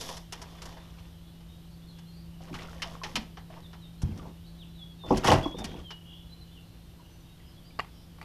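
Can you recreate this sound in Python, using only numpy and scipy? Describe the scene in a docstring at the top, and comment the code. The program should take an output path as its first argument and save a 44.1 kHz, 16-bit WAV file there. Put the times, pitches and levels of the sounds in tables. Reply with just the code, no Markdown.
"""A catfish is hauled from the water into a small metal boat: it thuds on the floor, slaps, splashes and thrashes.
Its blows ring the modes of the hull plates; slaps are noise bursts, water is bubbles and noise, sliding is rough noise.
Then a clamp on a rod holder snaps in a run of damped contacts. Songbirds whistle gliding and warbling tones from
the trees on the bank, and a low motor hum, faint tones, rumble and open air lie behind it all."""
import sys
import numpy as np
from scipy import signal
from scipy.fft import rfft, irfft, next_fast_len
from scipy.io import wavfile
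from scipy.ndimage import uniform_filter1d, map_coordinates

SR = 44100
rng = np.random.default_rng(int(sys.argv[2]) if len(sys.argv) > 2 else 0)


def wav_out(sig):
    """Save sig, one row per channel (or a flat mono array), as 16-bit PCM at SR to the path in sys.argv[1]."""
    wavfile.write(sys.argv[1], SR, np.round(np.clip(np.atleast_2d(sig).T, -1, 1) * 32767).astype(np.int16))


N = 363384  # length in samples


def amp(db):
    """Level: decibels to an amplitude ratio."""
    return 10 ** (np.asarray(db) / 20)


def unit(x):
    """Normalisation: scale to an rms of 1."""
    return x / np.sqrt(np.mean(x ** 2) + 1e-20)


def crest(x):
    """Short-time level: scale so that the loudest 4 ms have an rms of 1."""
    return x / np.sqrt(uniform_filter1d(x * x, size=176).max() + 1e-20)


def seconds(length):
    """Sampling: the time axis of a sound of this length in seconds."""
    return np.arange(int(length * SR)) / SR


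def add(track, s, x):
    """Superposition: mix x into the track at time s."""
    part = track[max(0, round(s * SR)):][:len(x)]
    part += x[:len(part)]


def gain(points, hz):
    """Spectral envelope: gain through (Hz, dB) points on a log frequency axis."""
    f, db = np.transpose(points)
    return amp(np.interp(np.log(hz + 1), np.log(f), db))


def filtered(x, response):
    """Linear filtering: multiply the spectrum of x by a response of frequency."""
    m = next_fast_len(len(x) + 8192)  # zero padding
    return irfft(rfft(x, m) * response(np.fft.rfftfreq(m, 1 / SR)), m)[:len(x)]


def coloured(x, points):
    """Spectral shaping: x under a spectral envelope, at an rms of 1."""
    return unit(filtered(x, lambda hz: gain(points, hz)))


def levels(strokes, shape):
    """Envelopes: for both level columns, each stroke swells, sags while it lasts and dies away."""
    t = np.arange(N) / SR
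    attack, sag, release = shape
    out = np.zeros((2, N))
    for s, length, *db in strokes:
        age = np.maximum(t - s, 0)
        fade_db = -abs(sag) * age - abs(release) * np.maximum(age - length, 0)
        swell = np.clip(.5 + (t - s) / attack, 0, 1)
        out += amp(db)[:, None] * swell * amp(fade_db)
    return out


def wobble(rate):
    """Slow modulation: a smooth random curve with rate knots a second."""
    knots = rng.standard_normal(int(N * rate / SR) + 4)
    return map_coordinates(knots, [np.arange(N) * rate / SR])


def grains(rate, low_hz, high_hz, cycles, scatter_db, rise):
    """Bubble resonance: random damped sines, rate a second, whose pitch rises as they die."""
    u = rng.random((int(rate * N / SR), 3))
    t = seconds(.02)
    hz = low_hz * (high_hz / low_hz) ** u[:, 1:2]
    age = hz * t / cycles
    size = amp(scatter_db * np.minimum(-np.log(u[:, 2:]), 4))
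    phase = 2 * np.pi * hz * t * (1 + rise * np.minimum(age, 1))
    waves = size * np.exp(-3 * age) * np.sin(phase)
    at = (u[:, :1] * N).astype(int) + np.arange(len(t))
    return unit(np.bincount(at.ravel(), waves.ravel(), N)[:N])


def ring(modes, weight, t, scatter_db):
    """Modal synthesis: decaying modes; each blow lands on a new spot, so strengths and signs are redrawn."""
    hz, db, t60 = np.transpose(modes)[:, :, None]
    sign = rng.choice([-1, 1], hz.shape)
    size = sign * weight(hz) * amp(db + scatter_db * rng.standard_normal(hz.shape))
    return np.sum(size * amp(-60 * t / t60) * np.sin(2 * np.pi * hz * t), axis=0)


def echo(x, t60, dull_hz):
    """Reverberation: a diffuse noise tail of reflections with unit energy."""
    t = seconds(0.92)
    tail = filtered(rng.standard_normal(len(t)), lambda hz: 1 / (1 + (hz / dull_hz) ** 2))
    tail *= amp(-60 * t / t60) * (1 - np.exp(-t / 0.0031))
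    return signal.fftconvolve(x, tail / np.linalg.norm(tail))[:N]


# Modes of the hull plates. Each row: frequency in Hz, relative level in dB, t60 in s when undamped.
HULL_MODES = [(57.7, 1, 0.099), (92.7, -0.5, 0.23), (134.4, -1.5, 0.24), (165, 0, 0.061), (220, -1.5, 0.14),
              (245, -8, 0.24), (302.6, -2, 0.11), (366.2, -5, 0.22), (440, -29, 0.094), (504, -2, 0.13),
              (552, -20, 0.25), (578, -25, 0.42), (647, -11, 0.26), (738, -14, 0.3), (797, -0.5, 0.072),
              (881, 0.5, 0.075), (918, -0.5, 0.066), (1006, -7, 0.13), (1126, -4.5, 0.099),
              (1435, -16, 0.13), (1745, 3, .2)]


def blow(centre_hz, spread, damping, rattle_db=-3, rattle_t60=0.13, attack=0.00021):
    """Modal excitation: one blow rings the plate modes around its centre; loose gear rattles along."""
    t = seconds(.6)
    weight = lambda hz: 1 / (1 + (np.log2((hz + 1) / centre_hz) / spread) ** 6)
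    plates = crest(ring(HULL_MODES, weight, t, scatter_db=-0.5))
    rattle_response = lambda hz: weight(hz) / np.sqrt(hz + 100) / (1 + (hz / 2000) ** 4)
    rattle = filtered(rng.standard_normal(len(t)), rattle_response)
    both = plates + amp(rattle_db) * crest(rattle * amp(-60 * t / rattle_t60))
    # a softer, lower blow takes longer to build up
    build_up = 1 - np.exp(-t / (attack + 0.2 / centre_hz))
    return crest(both * amp(-damping * t) * build_up)


# Landings of the fish on the hull. Each row: start in seconds, level of the first contact in dB,
# level of the weight in dB, centre of the modes under the weight in Hz, their spread in octaves.
LANDINGS = [(.091, -38, -46, 524, 0.43), (.769, -52, -56, 800, 0.52), (2.503, -52, -37.5, 234, 0.75),
            (2.522, -59, -38, 201, 0.59), (3.139, -64, -38.5, 226, 0.46), (3.166, -39, -34.5, 240, 0.36),
            (4.02, -48.5, -20, 87, 1.2), (4.078, -57, -32.5, 140, 1.14), (4.254, -45, -43.5, 111, 1.05),
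            (5.037, -43.5, -45, 298, 1.5), (5.1052, -19.5, -18.5, 280, 0.88),
            (5.119, -31.5, -19, 240, 0.38), (5.168, -48.5, -31, 219, 1.6), (5.247, -26.5, -25.5, 296, 1.4),
            (5.282, -18, -22, 216, 1.2), (5.302, -23, -20.5, 305, 1.4), (5.316, -14, -15.5, 175, 1.5),
            (5.367, -35, -30, 246, 1.3), (5.457, -30.5, -24, 307.6, 0.2), (5.543, -44.5, -34.5, 330, 0.64),
            (5.618, -39, -41, 300, 1.2), (5.743, -42, -38, 260, 1.2)]
CONTACT_HZ, CONTACT_OCTAVES = 747, 0.63  # modes reached by the first contact: centre and spread
WEIGHT_LAG_CYCLES = 1.127  # lag of the weight, in cycles of its centre: later for a softer, lower blow
PINNED_S, PINNED_DB_PER_S = 5.4, 596  # from then on the fish is held down and damps the plates


def hull():
    """Two-stage impact: a hard first contact on the high modes, then the soft weight of the body on the low ones."""
    out = np.zeros(N)
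    for s, contact_db, weight_db, centre_hz, spread in LANDINGS:
        damping = PINNED_DB_PER_S * (s > PINNED_S)
        add(out, s, amp(contact_db) * blow(CONTACT_HZ, CONTACT_OCTAVES, damping))
        lag = WEIGHT_LAG_CYCLES / centre_hz
        add(out, s + lag, amp(weight_db) * blow(centre_hz, spread, damping))
    return out


# Wet slaps of the fish. Each row: start in seconds, relative level in dB,
# then the levels of the body band and of the spray band in dB relative to the middle band.
SLAPS = [(0.0104, -39, 1, 7), (0.09, -35.5, -6, -3), (0.1685, -40, -1.5, 2.5), (0.3239, -34, -2, 0.5),
         (0.417, -43, 4.5, 3), (0.619, -40, -2, 0.5), (0.655, -46, 5, 3.5), (0.7684, -48.5, 5.5, -19),
         (.985, -51, -1, -17), (1.406, -56, 0, -16), (1.986, -52, 0, -1), (2.5428, -37, -0.5, -11),
         (2.82, -24.5, -13.5, -12), (3.035, -28, -4, -13.5), (3.1557, -19, -13, -10.5),
         (3.371, -42, 4, -32), (3.731, -46, 3, -26), (4.0185, -45.5, 4, 4.5), (4.1755, -50.5, -12, 2.5),
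         (5.1715, -33.5, -2, 2.5), (5.236, -33, 6.5, -13), (5.244, -28, 9, -2.5), (5.26, -25.5, -2, -7),
         (5.2732, -19, 2.5, -7), (5.3162, -21, 5.5, -9), (5.331, -29.5, 1, -1), (5.585, -46, 8, 5),
         (5.6427, -30.5, -7, -4), (5.906, -35.5, -3.5, -15)]
# Spectrum of a slap. Each row: frequency in Hz, relative density in dB per Hz.
SLAP_SPECTRUM = [(240, -19), (400, 10), (519, -7.5), (873, 2.5), (1450, -8), (1710, -5), (2000, -6.5),
                 (2650, -7.5), (2960, -2), (3250, -5), (3900, -11), (4400, -10.5), (5000, -10.5),
                 (5450, -9.5), (6380, -16.5), (8400, -25.5), (11400, -28.5), (15500, -50)]
CLING_S = 0.012  # the skin stays in contact this long; then a faster decay sets in
SLAP_T60_S = 0.11  # that added decay in the middle band; the other bands scale it by their life


def slaps(slap_db=-7.0, spray_db=1.0, body_life=3.7, spray_life=0.37, grit_db=3, sag_db_per_s=300):
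    """Band-dependent damping: wet skin meets water or metal in a gritty burst whose spray dies before its body."""
    out, t = np.zeros(N), seconds(.35)
    for s, db, body, spray in SLAPS:
        # each band: low edge in Hz, high edge in Hz, level in dB, life
        bands = [(455, 2150, body, body_life), (1170, 6900, 0, 1.0), (5430, 18000, spray + spray_db, spray_life)]
        for lo, hi, level, life in bands:
            grit = rng.standard_normal(len(t)) * amp(grit_db * rng.standard_normal(len(t)))
            high_pass = lambda hz: (hz / lo) ** 4 / (1 + (hz / lo) ** 4)
            low_pass = lambda hz: 1 / (1 + (hz / hi) ** 12)
            band = filtered(grit, lambda hz: gain(SLAP_SPECTRUM, hz) * high_pass(hz) * low_pass(hz))
            release_db = -60 * np.maximum(t - CLING_S, 0) / (SLAP_T60_S * life)
            burst = crest(band * amp(-sag_db_per_s * t + release_db))
            add(out, s, amp(db + level + slap_db) * burst)
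    return out


# Stirs of the tail. Each row: start in seconds, length in seconds, relative slosh level in dB,
# relative spray level in dB.
STIRS = [(0.0, 0.13, -46.5, -44), (.33, 0.25, -53.5, -62), (.62, 0.12, -52.5, -60), (.8, .29, -65, -84),
         (2.41, 0.079, -54, -64.5), (2.54, 0.13, -49.5, -72), (2.7, 0.13, -55.5, -61.5),
         (2.83, 0.12, -51, -59), (3.04, 0.069, -48.5, -56), (3.16, 0.048, -64, -57),
         (3.5, 0.079, -52.5, -70)]
# Envelope of a stir: attack in seconds, sag in dB per second, release in dB per second.
STIR_SHAPE = (0.01, 10, 167)
# Spectrum of the bubbling wash. Each row: frequency in Hz, relative density in dB per Hz.
SLOSH_SPECTRUM = [(250, 6), (450, -3.5), (650, -4.5), (870, -3.5), (1170, -4), (1450, -23), (1850, -2.5),
                  (2300, -16), (3050, -3), (4300, -20), (5400, -10), (7000, -42), (10000, -58)]
# Spectrum of the falling drops. 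Each row: frequency in Hz, relative density in dB per Hz.
SPRAY_SPECTRUM = [(880, -42), (1500, -24), (3000, -10.5), (3510, 0), (3950, -7), (5560, -1.5), (8370, -14),
                  (11700, -9.5), (15500, -32)]


def water(spray_db=-1, wash=0.97, mist=1.0, crackle_db=-6, churn_db=-0.2):
    """Bubble acoustics: the tail stirs up bubbles in a soft wash; fine drops fall back in a dense crackle."""
    slosh, spray = levels(STIRS, STIR_SHAPE)
    bubbles = grains(rate=1400, low_hz=461, high_hz=5050, cycles=9.1, scatter_db=2.0, rise=0.097)
    bubbles = bubbles + wash * rng.standard_normal(N)
    drops = grains(rate=900, low_hz=1940, high_hz=12700, cycles=1.1, scatter_db=-0.5, rise=0.046)
    drops = drops + mist * rng.standard_normal(N)
    ticks = grains(rate=600, low_hz=894, high_hz=6100, cycles=2.2, scatter_db=5, rise=0.046)
    stirred = coloured(bubbles, SLOSH_SPECTRUM) + amp(crackle_db) * ticks
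    falling = amp(spray_db) * coloured(drops, SPRAY_SPECTRUM)
    return amp(churn_db * wobble(70)) * (slosh * stirred + spray * falling)


# Pockets of air and drips in the water. Each row: start in seconds, relative level in dB,
# settled pitch in Hz, t60 in seconds.
PLOPS = [(2.407, -41, 660, 0.028), (2.495, -43, 590, .09), (2.541, -32.5, 1160, 0.035),
         (2.686, -41, 1250, .03), (2.76, -46, 510, 0.15), (2.8, -44, 1650, 0.028), (2.844, -34, 740, 0.045),
         (2.86, -38.5, 650, 0.17), (2.953, -34, 1020, 0.017), (3.016, -34, 980, 0.11),
         (3.047, -40, 830, .17), (3.502, -41.5, 617, .06), (3.567, -41, 870, .06),
         (4.196, -43.5, 1110, 0.11), (6.997, -49, 920, .05), (7.097, -55, 820, .04),
         (7.4, -56, 1850, 0.067), (7.706, -53, 2170, .05)]


def plops(plop_db=-6, sag=0.12, sag_s=0.01, flutter_db=1.0):
    """Cavity resonance: each pocket of air rings with a flutter, and its pitch sags at first as it opens."""
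    out, t = np.zeros(N), seconds(.2)
    for s, db, hz, t60 in PLOPS:
        pitch = hz * (1 + sag * np.exp(-t / sag_s))
        flutter = flutter_db * wobble(180)[:len(t)]
        fade = amp(flutter - 60 * t / t60) * (1 - np.exp(-t / 0.00023))
        add(out, s, amp(db + plop_db) * crest(np.sin(2 * np.pi * np.cumsum(pitch) / SR) * fade))
    return out


# Slides of the fish over the side and the floor. Each row: start in seconds, length in seconds,
# rub level in dB, relative level of the wet hiss in dB.
SLIDES = [(.42, 0.26, -73, -62.5), (.8, 0.29, -64, -64.5), (2.53, 0.1, -48.5, -50),
          (3.145, 0.082, -45, -79), (5.06, 0.1, -42, -56.5), (4.03, 0.22, -45, -63.5),
          (4.26, 0.05, -51, -73), (5.1, 0.26, -37.5, -51), (5.272, 0.044, -36.5, -32),
          (5.35, 0.032, -30, -53), (5.4, 0.091, -42, -55.5), (5.57, 0.23, -40.5, -57)]
# Envelope of a slide: attack in seconds, sag in dB per second, release in dB per second.
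SLIDE_SHAPE = (0.034, 6.9, 270)
# Spectrum of the rub. Each row: frequency in Hz, relative density in dB per Hz.
RUB_SPECTRUM = [(15, -34), (25, 7.5), (106, -4), (171, -2.5), (257, -6), (314, -3), (398, -11),
                (926, -17.5), (1310, -31), (2000, -28), (2600, -57.5), (4400, -120)]
# Spectrum of the wet skin. Each row: frequency in Hz, relative density in dB per Hz.
SKIN_SPECTRUM = [(700, -26.5), (1200, -8), (1700, -14), (2900, -4.5), (4000, -10.5), (5500, -7),
                 (7500, -15.5), (12000, -21), (15400, -33.5)]


def slide(hiss_db=1, film_db=2):
    """Stick-slip friction: the body scrubs in small slips; tiny bubbles burst in the film under the wet skin."""
    rub, hiss = levels(SLIDES, SLIDE_SHAPE)
    slips = amp(2.8 * wobble(130))
    floor = coloured(slips * rng.standard_normal(N), RUB_SPECTRUM)
    film = grains(rate=700, low_hz=946, high_hz=7100, cycles=14, scatter_db=3.5, rise=0.05)
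    skin = coloured(slips * rng.standard_normal(N) + amp(film_db) * film, SKIN_SPECTRUM)
    return rub * floor + amp(hiss_db) * hiss * skin


# Contacts of the clamp. Each row: start in seconds, level in dB, pitch of the contact in Hz,
# level of the crack in dB relative to the contact.
SNAPS = [(7.7906, -30, 1110, -27), (7.7912, -36.5, 4550, -7), (7.7952, -24, 1095, -18),
         (7.7956, -29.5, 2800, -22), (7.802, -29.5, 2290, -20), (7.8038, -44.5, 7000, -11),
         (7.811, -58, 1090, -9), (7.831, -54, 2700, -2), (7.846, -51, 1150, 0), (8.185, -55.5, 1090, 2),
         (8.214, -42, 2000, 2), (8.228, -45, 905, 0.5)]
# Modes of the clamp. Each row: frequency in Hz, relative level in dB, t60 in seconds.
CLAMP_MODES = [(348, 1.5, 0.04), (754, 1.5, 0.031), (930, -0.5, 0.016), (1153, 4, 0.025), (1380, -8, .016),
               (1630, 0, 0.021), (1940, 3.5, 0.017), (2300, -1, 0.015), (2820, -4.5, 0.031),
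               (4480, -3, 0.013), (5100, -13, .015), (7030, -15, .012)]
# Spectrum of its loose parts. Each row: frequency in Hz, relative density in dB per Hz.
RATTLE_SPECTRUM = [(200, -21), (350, -1), (520, -7), (850, 8.5), (1500, -2), (2600, -1), (3500, -14),
                   (4700, -9), (6000, -24), (12000, -24), (15500, -41)]
FOCUS_DB, FOCUS_OCTAVES = 17.5, 0.37  # how far a contact favours modes near its pitch, and over what range


def clamp(crack_t60=0.045, shake_db=-27, shake_t60=0.36):
    """Local modal excitation: a quick run of hard, well damped contacts, each on its own part; loose parts shake on."""
    out, t = np.zeros(N), seconds(0.25)
    for s, db, pitch_hz, crack_db in SNAPS:
        nearness = lambda hz: np.exp(-(np.log2(hz / pitch_hz) / FOCUS_OCTAVES) ** 2)
        focus = lambda hz: amp(FOCUS_DB * nearness(hz)) / (1 + (pitch_hz / hz / 3) ** 2)
        modes = crest(ring(CLAMP_MODES, focus, t, scatter_db=4.0))
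        fade = amp(crack_db - 60 * t / crack_t60) + amp(shake_db - 60 * t / shake_t60)
        rattle = fade * coloured(rng.standard_normal(len(t)), RATTLE_SPECTRUM)
        add(out, s, amp(db) * (modes + rattle))
    return out


def whistle(length, start, middle, end, warble, warble_hz=75, uneven=0.3, swell=1):
    """Frequency modulation: one bird note glides through three pitches, with an uneven warble."""
    t = seconds(length)
    u = t / length
    drift = np.interp(u, np.linspace(0, 1, 8), rng.standard_normal(size=8))
    pace = warble_hz * (1 + uneven * drift)
    bend = np.polyval(np.polyfit([0, .5, 1], [start, middle, end], 2), u)
    hz = bend + warble * np.sin(2 * np.pi * np.cumsum(pace) / SR)
    return np.sqrt(2) * np.sin(np.pi * u ** swell) * np.sin(2 * np.pi * np.cumsum(hz) / SR)


# Slurred bird notes. Each row: start in seconds, length in seconds, start, middle and end pitch in Hz,
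# relative level in dB.
SLURS = [(.42, 0.16, 3450, 3480, 3430, -60.5), (1.799, 0.059, 3200, 3430, 3930, -63),
         (1.853, 0.07, 4300, 4270, 3870, -58), (1.868, 0.18, 3400, 3400, 3450, -64.5),
         (2.04, 0.09, 3500, 4230, 4000, -61), (3.616, 0.064, 4250, 3670, 3450, -54),
         (3.795, .08, 4340, 3790, 3570, -55), (3.967, .055, 3900, 4220, 4000, -66),
         (4.435, 0.025, 3650, 3750, 3880, -63), (4.575, 0.07, 3950, 3630, 2400, -51.5),
         (4.654, 0.07, 3950, 4000, 4030, -68), (4.72, 0.086, 4050, 3900, 3720, -60),
         (4.767, 0.1, 3800, 3400, 3350, -47.5), (4.968, 0.13, 3880, 3590, 3530, -49),
         (5.423, 0.039, 3440, 3350, 3360, -36), (5.815, 0.11, 3400, 3150, 2940, -47.5),
         (5.896, 0.064, 2900, 2897, 2950, -49.5), (6.149, 0.126, 3450, 3420, 3420, -56.5),
         (6.281, 0.075, 3960, 4000, 4200, -54.5), (6.397, 0.036, 4660, 4130, 4010, -54),
         (6.5, 0.042, 3270, 3470, 3600, -60), (6.532, .065, 3500, 3020, 2620, -55.5),
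         (6.92, 0.35, 5800, 6040, 5920, -73), (7.03, 0.055, 2750, 2890, 3050, -62),
         (7.171, 0.22, 3720, 3740, 3860, -69), (7.47, 0.058, 3230, 3140, 3260, -67),
         (7.615, 0.094, 3950, 4730, 4740, -61.5), (7.527, 0.095, 3330, 3390, 3430, -64),
         (7.7, 0.068, 3520, 3520, 3520, -67), (7.924, 0.077, 3120, 3090, 3050, -65)]
# Trilled bird notes. Each row: start in seconds, length in seconds, middle pitch in Hz,
# warble depth in Hz, relative level in dB.
TRILLS = [(0.618, 0.27, 3550, 110, -65.5), (.92, 0.26, 3500, 100, -69), (1.257, 0.083, 3850, 500, -66),
          (1.471, 0.087, 3690, 110, -62), (1.69, .08, 4400, 250, -66), (2.11, 0.15, 4580, 220, -63),
          (4.449, .06, 4230, 330, -60), (5.521, 0.15, 3590, 85, -50), (5.633, 0.16, 3290, 90, -56),
          (6.031, 0.2, 3125, 270, -52.5), (7.447, .08, 5050, 130, -66.5), (7.89, 0.19, 5270, 400, -66.5)]
SLUR_SWELL = 1.61  # above 1, a slur is loudest late in the note
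TRILL_RISE_HZ_PER_S = 620


def birds(direct_db=-2, trees_db=-7.5):
    """Direct and scattered sound: the nearest singers slur along a bend or trill upward, smeared by the trees."""
    out = np.zeros(N)
    for s, length, start, middle, end, db in SLURS:
        add(out, s, amp(db) * whistle(length, start, middle, end, 0, swell=SLUR_SWELL))
    for s, length, hz, warble, db in TRILLS:
        rise = TRILL_RISE_HZ_PER_S * length / 2
        add(out, s, amp(db) * whistle(length, hz - rise, hz, hz + rise, warble))
    return amp(direct_db) * out + amp(trees_db) * echo(out, t60=0.4, dull_hz=9000)


def chorus(chorus_db=-70, direct_db=-5, low_hz=2800, high_hz=4400, glide=0.088, count=260):
    """Diffuse superposition: many far birds chirp and twitter, blurred by the trees into one soft bed."""
    out = np.zeros(N)
    for k, (when, pitch, long, slope, warble) in enumerate(rng.random((count, 5))):
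        hz = low_hz * (high_hz / low_hz) ** (pitch ** 1.25)
        bend = glide * hz * (2 * slope - 1)
        length = 0.0507 + .14 * long
        note = whistle(length, hz - bend, hz, hz + bend / 2, 200 * warble, warble_hz=50 + 60 * long)
        add(out, (k + when) / count * N / SR, note * low_hz / hz)  # higher notes are weaker
    return amp(chorus_db) * unit(amp(direct_db) * out + echo(out, t60=0.26, dull_hz=9000))


# Course of the hum. Each row: time in seconds, relative level in dB.
HUM_COURSE = [(0, -50.5), (1.5, -51), (2.2, -46.5), (3.5, -49.5), (4.7, -48), (6.2, -51.5), (7.4, -56.5),
              (8.24, -52.5)]
# Faint low tones. Each row: frequency in Hz, level in dB.
LOW_TONES = [(59.2, -66), (269.2, -71), (333.8, -68.5)]
# A thin high whine. Each row: frequency in Hz, level in dB.
WHINE_TONES = [(8748, -86), (11150, -87), (13050, -81)]
# Spectrum of open air and hiss. Each row: frequency in Hz, relative density in dB per Hz.
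AIR_SPECTRUM = [(240, -5.5), (400, 1.5), (750, -1.5), (1300, -7), (2200, -10), (3000, -7.5), (3800, -7.5),
                (5400, -12), (6500, -15.5), (8000, -17), (11500, -15.5), (14500, -18), (15500, -29)]
# Spectrum of the low rumble. Each row: frequency in Hz, relative density in dB per Hz.
RUMBLE_SPECTRUM = [(15, -10), (25, -15), (40, -3), (60, 1.5), (90, -3), (135, -7.5), (200, -14.5),
                   (260, -17), (350, -23), (500, -36), (900, -67)]
HUM_HZ = 167.7


def background(rumble_db=-51.0, hum_db=-1, air_db=-61.5):
    """Tones in noise: a motor hum, faint low tones and a thin whine over low rumble and open air."""
    t = np.arange(N) / SR
    # a slow phase drift keeps each tone slightly unsteady
    tone = lambda hz: np.sqrt(2) * np.sin(2 * np.pi * hz * t + 0.18 * wobble(7.5))
    hum = amp(np.interp(t, *np.transpose(HUM_COURSE)) + hum_db) * tone(HUM_HZ)
    faint = sum(amp(db) * tone(hz) for hz, db in [*LOW_TONES, *WHINE_TONES])
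    air = amp(air_db + 0.12 * wobble(1.46)) * coloured(rng.standard_normal(N), AIR_SPECTRUM)
    rumble = amp(rumble_db) * coloured(rng.standard_normal(N), RUMBLE_SPECTRUM)
    return hum + faint + air + rumble


def scene():
    """Superposition: the fish echoes briefly off the hull; clamp, birds and background add without that echo."""
    near = hull() + slaps() + water() + plops() + slide()
    hull_echo = amp(-17.0) * echo(near, t60=0.27, dull_hz=4730)
    return (near + hull_echo + clamp() + birds() + chorus() + background())[None]


TOP_HZ = 15400


def record(dry):
    """Band limiting: nothing passes above the top frequency."""
    return filtered(dry[0], lambda hz: hz < TOP_HZ)[None]


dry = scene()
out = record(dry)
wav_out(out)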